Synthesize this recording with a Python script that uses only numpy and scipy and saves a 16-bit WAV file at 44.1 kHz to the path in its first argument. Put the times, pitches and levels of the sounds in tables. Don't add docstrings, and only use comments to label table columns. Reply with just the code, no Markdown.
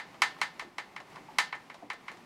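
import sys
import numpy as np
from scipy import signal
from scipy.fft import rfft, irfft
from scipy.io import wavfile
from scipy.ndimage import uniform_filter1d

SR = 44100
rng = np.random.default_rng(int(sys.argv[2]) if len(sys.argv) > 2 else 0)


def to_wav(s):
    ch = np.atleast_2d(s).T
    pcm = np.round(np.clip(ch, -1, 1) * 32767)
    wavfile.write(sys.argv[1], SR, pcm.astype(np.int16))


N = 99225
RING_S, LEAD_S = 0.6, 0.1
BUILD_S = 0.0026


def undb(db):
    return 10 ** (np.asarray(db) / 20)


def decay(t, t60):
    return np.exp(-np.log(1000) * t / t60)


def curve(hz, points, column=1):
    table = np.array(points, float)
    return np.interp(np.log(np.maximum(hz, 1)), np.log(table[:, 0]), table[:, column])


def colour(x, points, size=4096):
    cepstrum = irfft(curve(np.fft.rfftfreq(size, 1 / SR), points) * np.log(10) / 20)
    cepstrum[1:size // 2] *= 2
    cepstrum[size // 2 + 1:] = 0
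    impulse = irfft(np.exp(rfft(cepstrum)))
    return signal.fftconvolve(x, impulse[None], axes=1)[:, :x.shape[1]]


def shelves(x, treble_db, bass_db=0):
    return colour(x, [(594, bass_db), (1080, 0), (2120, 0), (7000, treble_db)])


def noise(size, side_db=-17.5, side_top_hz=6500):
    mid, side = rng.standard_normal((2, size))
    side = signal.lfilter(*signal.butter(1, side_top_hz, fs=SR), side)
    return mid + undb(side_db) * side * np.array([[1], [-1]])


def dense_ring(t, table, bands=40):
    hz = np.fft.rfftfreq(len(t), 1 / SR)
    spectrum = rfft(noise(len(t))) * undb(curve(hz, table))
    centres_hz = np.geomspace(100, 16000, bands)
    ring = 0
    for centre, weights in zip(centres_hz, np.eye(bands)):
        band = irfft(spectrum * np.interp(hz, centres_hz, weights), len(t))
        ring += band * decay(t, curve(centre, table, column=2))
    return ring


def add(out, x, start):
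    i = max(int((start + LEAD_S) * SR), 0)
    out[:, i:i + x.shape[1]] += x[:, :out.shape[1] - i]


def room_tone(size, level_db=-55.5, waver_db=2.08, waver_samples=4000):
    # (frequency [Hz], relative level [dB])
    air_spectrum = [(15, -49), (25, -12), (80, -15.5), (157, -1.5), (344, -2.5), (476, -7.5), (695, -6.5),
                    (754, -3), (1070, -5), (1610, -13), (2110, -9), (2610, -14.5), (3520, -19), (4740, -21),
                    (7110, -27), (14000, -35.5), (16000, -42)]
    air = colour(noise(size), air_spectrum)
    waver = uniform_filter1d(rng.standard_normal(size), waver_samples)
    waver = uniform_filter1d(waver, waver_samples)
    return air / air.std() * undb(level_db + waver_db * waver / waver.std())


def bench_knock(t, hz, t60, rattle_db=-2.5, width_hz=306, rise_s=0.0011):
    edges_hz = [max(hz - width_hz / 2, 20), hz + width_hz / 2]
    rattle = signal.sosfilt(signal.butter(2, edges_hz, "band", fs=SR, output="sos"), noise(len(t)))
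    ring = np.sin(2 * np.pi * hz * t) + undb(rattle_db) * rattle / rattle.std()
    return ring * (1 - np.exp(-t / rise_s)) * decay(t, t60)


def light_tick(t, crack_db=-4, crack_s=0.0012):
    # (frequency [Hz], level [dB], t60 [s])
    tap_ring = [(150, -56, 0.2), (350, -43.5, 0.25), (580, -33.5, 0.14), (1060, -29, 0.1), (1470, -39, .12),
                (1960, -40, 0.11), (3940, -46.5, 0.13), (8900, -56.5, 0.075), (15000, -80, 0.092)]
    return dense_ring(t, tap_ring, bands=8) * (1 + undb(crack_db) * np.exp(-t / crack_s))


def metal_ring(t):
    # (frequency [Hz], level [dB], t60 [s])
    modes = [(765.4, -39.5, 0.26), (831, -35.5, 0.21), (946.3, -24, 0.1), (1015, -33.5, 0.22),
             (1286, -31.5, .2), (1486, -39.5, 0.12), (1782, -28, 0.19), (1808, -35, 0.36),
             (2060, -30, 0.21), (2057, -34.5, 0.16), (2216, -37.5, 0.23), (2600, -30, 0.093),
             (3109, -43, 0.28), (3982, -36, 0.15)]
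    phases = rng.uniform(0, 2 * np.pi, len(modes))
    ring = sum(undb(db) * np.sin(2 * np.pi * hz * t + phase) * decay(t, t60)
               for (hz, db, t60), phase in zip(modes, phases))
    return (1 - np.exp(-t / BUILD_S)) * ring


def frame_hit(t):
    # (delay [s], level [dB], treble [dB])
    paths = [(.0001, -13, -11), (.0015, -2.5, -16.5), (.00245, -2, -14)]
    # (frequency [Hz], gain [dB])
    impact_spectrum = [(100, -24), (450, -10.5), (680, -3.5), (980, 18.5), (1250, 10), (1550, -0.5),
                       (2100, 16), (2700, 10.5), (4400, 6), (7000, 3), (10000, -9), (15000, -32)]
    # (frequency [Hz], level [dB], t60 [s])
    frame_ring = [(120, -52, 0.14), (333, -41, 0.37), (570, -30.5, 0.28), (860, -18.5, 0.17),
                  (1070, -15, 0.097), (1400, -18.5, 0.22), (1790, -14, 0.2), (2180, -4, 0.048),
                  (2430, -12.5, 0.11), (4300, -26.5, 0.15), (7400, -30, .16), (9260, -37.5, 0.18),
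                  (15000, -53, 0.14)]
    # (frequency [Hz], level [dB], t60 [s])
    room_reverb = [(150, -45, 0.37), (520, -35, 0.27), (1000, -28.5, 0.36), (1970, -27.5, 0.31),
                   (4580, -28.5, 0.3), (7850, -51, 0.29), (15000, -69, 0.21)]
    arrivals = 0
    for delay, db, treble_db in paths:
        pulse = np.zeros((2, len(t)))
        pulse[:, int(delay * SR)] = undb(db)
        arrivals += shelves(pulse, treble_db)
    tail = dense_ring(t, frame_ring) + dense_ring(t, room_reverb)
    return colour(arrivals, impact_spectrum) + (1 - np.exp(-t / BUILD_S)) * tail


def ratchet_snap(t, body, low_cut_hz=190):
    # (frequency [Hz], level [dB], t60 [s])
    crack = [(300, -30.5, 0.024), (1500, -19, 0.09), (3000, -28.5, .035), (4470, -13, 0.02),
             (6500, -25, 0.031), (9700, -25, 0.025), (14800, -49, 0.011)]
    low_cut = signal.butter(3, low_cut_hz, "high", fs=SR, output="sos")
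    return signal.sosfilt(low_cut, dense_ring(t, crack, bands=8) + body)


def scene(balance_db=0.08):
    # (time [s], level [dB], treble [dB], bass [dB], metal ring [dB])
    snaps = [(-.022, -8, -5, 4.5, -5), (0.2192, 1.5, -0.5, 1, -2), (.4145, -3.5, -2, 0.5, -4),
             (0.5952, -15, -2.5, -3, -1), (0.7823, -12.5, -4, 7.5, -3.5), (0.9628, -17, -9, 2.5, -5.5),
             (1.1576, -29, -3.5, -4, 2), (1.3848, 0, 2.5, 0, -1), (1.5262, -11.5, -16.5, 1.5, -2),
             (1.699, -22.5, -10, 3, -5), (1.901, -12, -8, 2.5, -2.5), (2.0814, -16, -11.5, -5, -7)]
    # (time [s], level [dB], treble [dB])
    ticks = [(.144, -3.5, -9), (0.387, -7, -4), (.622, 0, -2), (1.002, 0, -3), (1.100, -30, 21),
             (1.168, 1, -21), (1.551, -3, 3), (1.743, -2.5, 2.5), (1.933, -4, 5), (2.116, -3, 1.5),
             (2.171, -14.5, 7)]
    # (time [s], level [dB], pitch [Hz], t60 [s])
    knocks = [(.364, -37, 1070, 0.032), (0.646, -54.5, 349.6, 0.49), (1.154, -41, 955, 0.067),
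              (1.206, -52, 298, 0.22), (1.286, -44, 860, 0.14), (1.824, -44, 692, 0.11),
              (1.83, -49.5, 295.3, 0.34)]
    t = np.arange(int(RING_S * SR)) / SR
    lead = int(LEAD_S * SR)
    mix = room_tone(N + lead)
    ring, hit = metal_ring(t), frame_hit(t)
    for start, db, treble_db, bass_db, ring_db in snaps:
        snap = ratchet_snap(t, hit + undb(ring_db) * ring)
        add(mix, undb(db) * shelves(snap, treble_db, bass_db), start)
    for start, db, treble_db in ticks:
        add(mix, undb(db) * shelves(light_tick(t), treble_db), start)
    for start, db, hz, t60 in knocks:
        add(mix, undb(db) * bench_knock(t, hz, t60), start)
    return mix[:, lead:] * undb([[balance_db / 2], [-balance_db / 2]])


def record(dry):
    top_hz = 16200
    return signal.sosfilt(signal.ellip(10, 0.1, 80, top_hz, fs=SR, output="sos"), dry)


dry = scene()
out = record(dry)
to_wav(out)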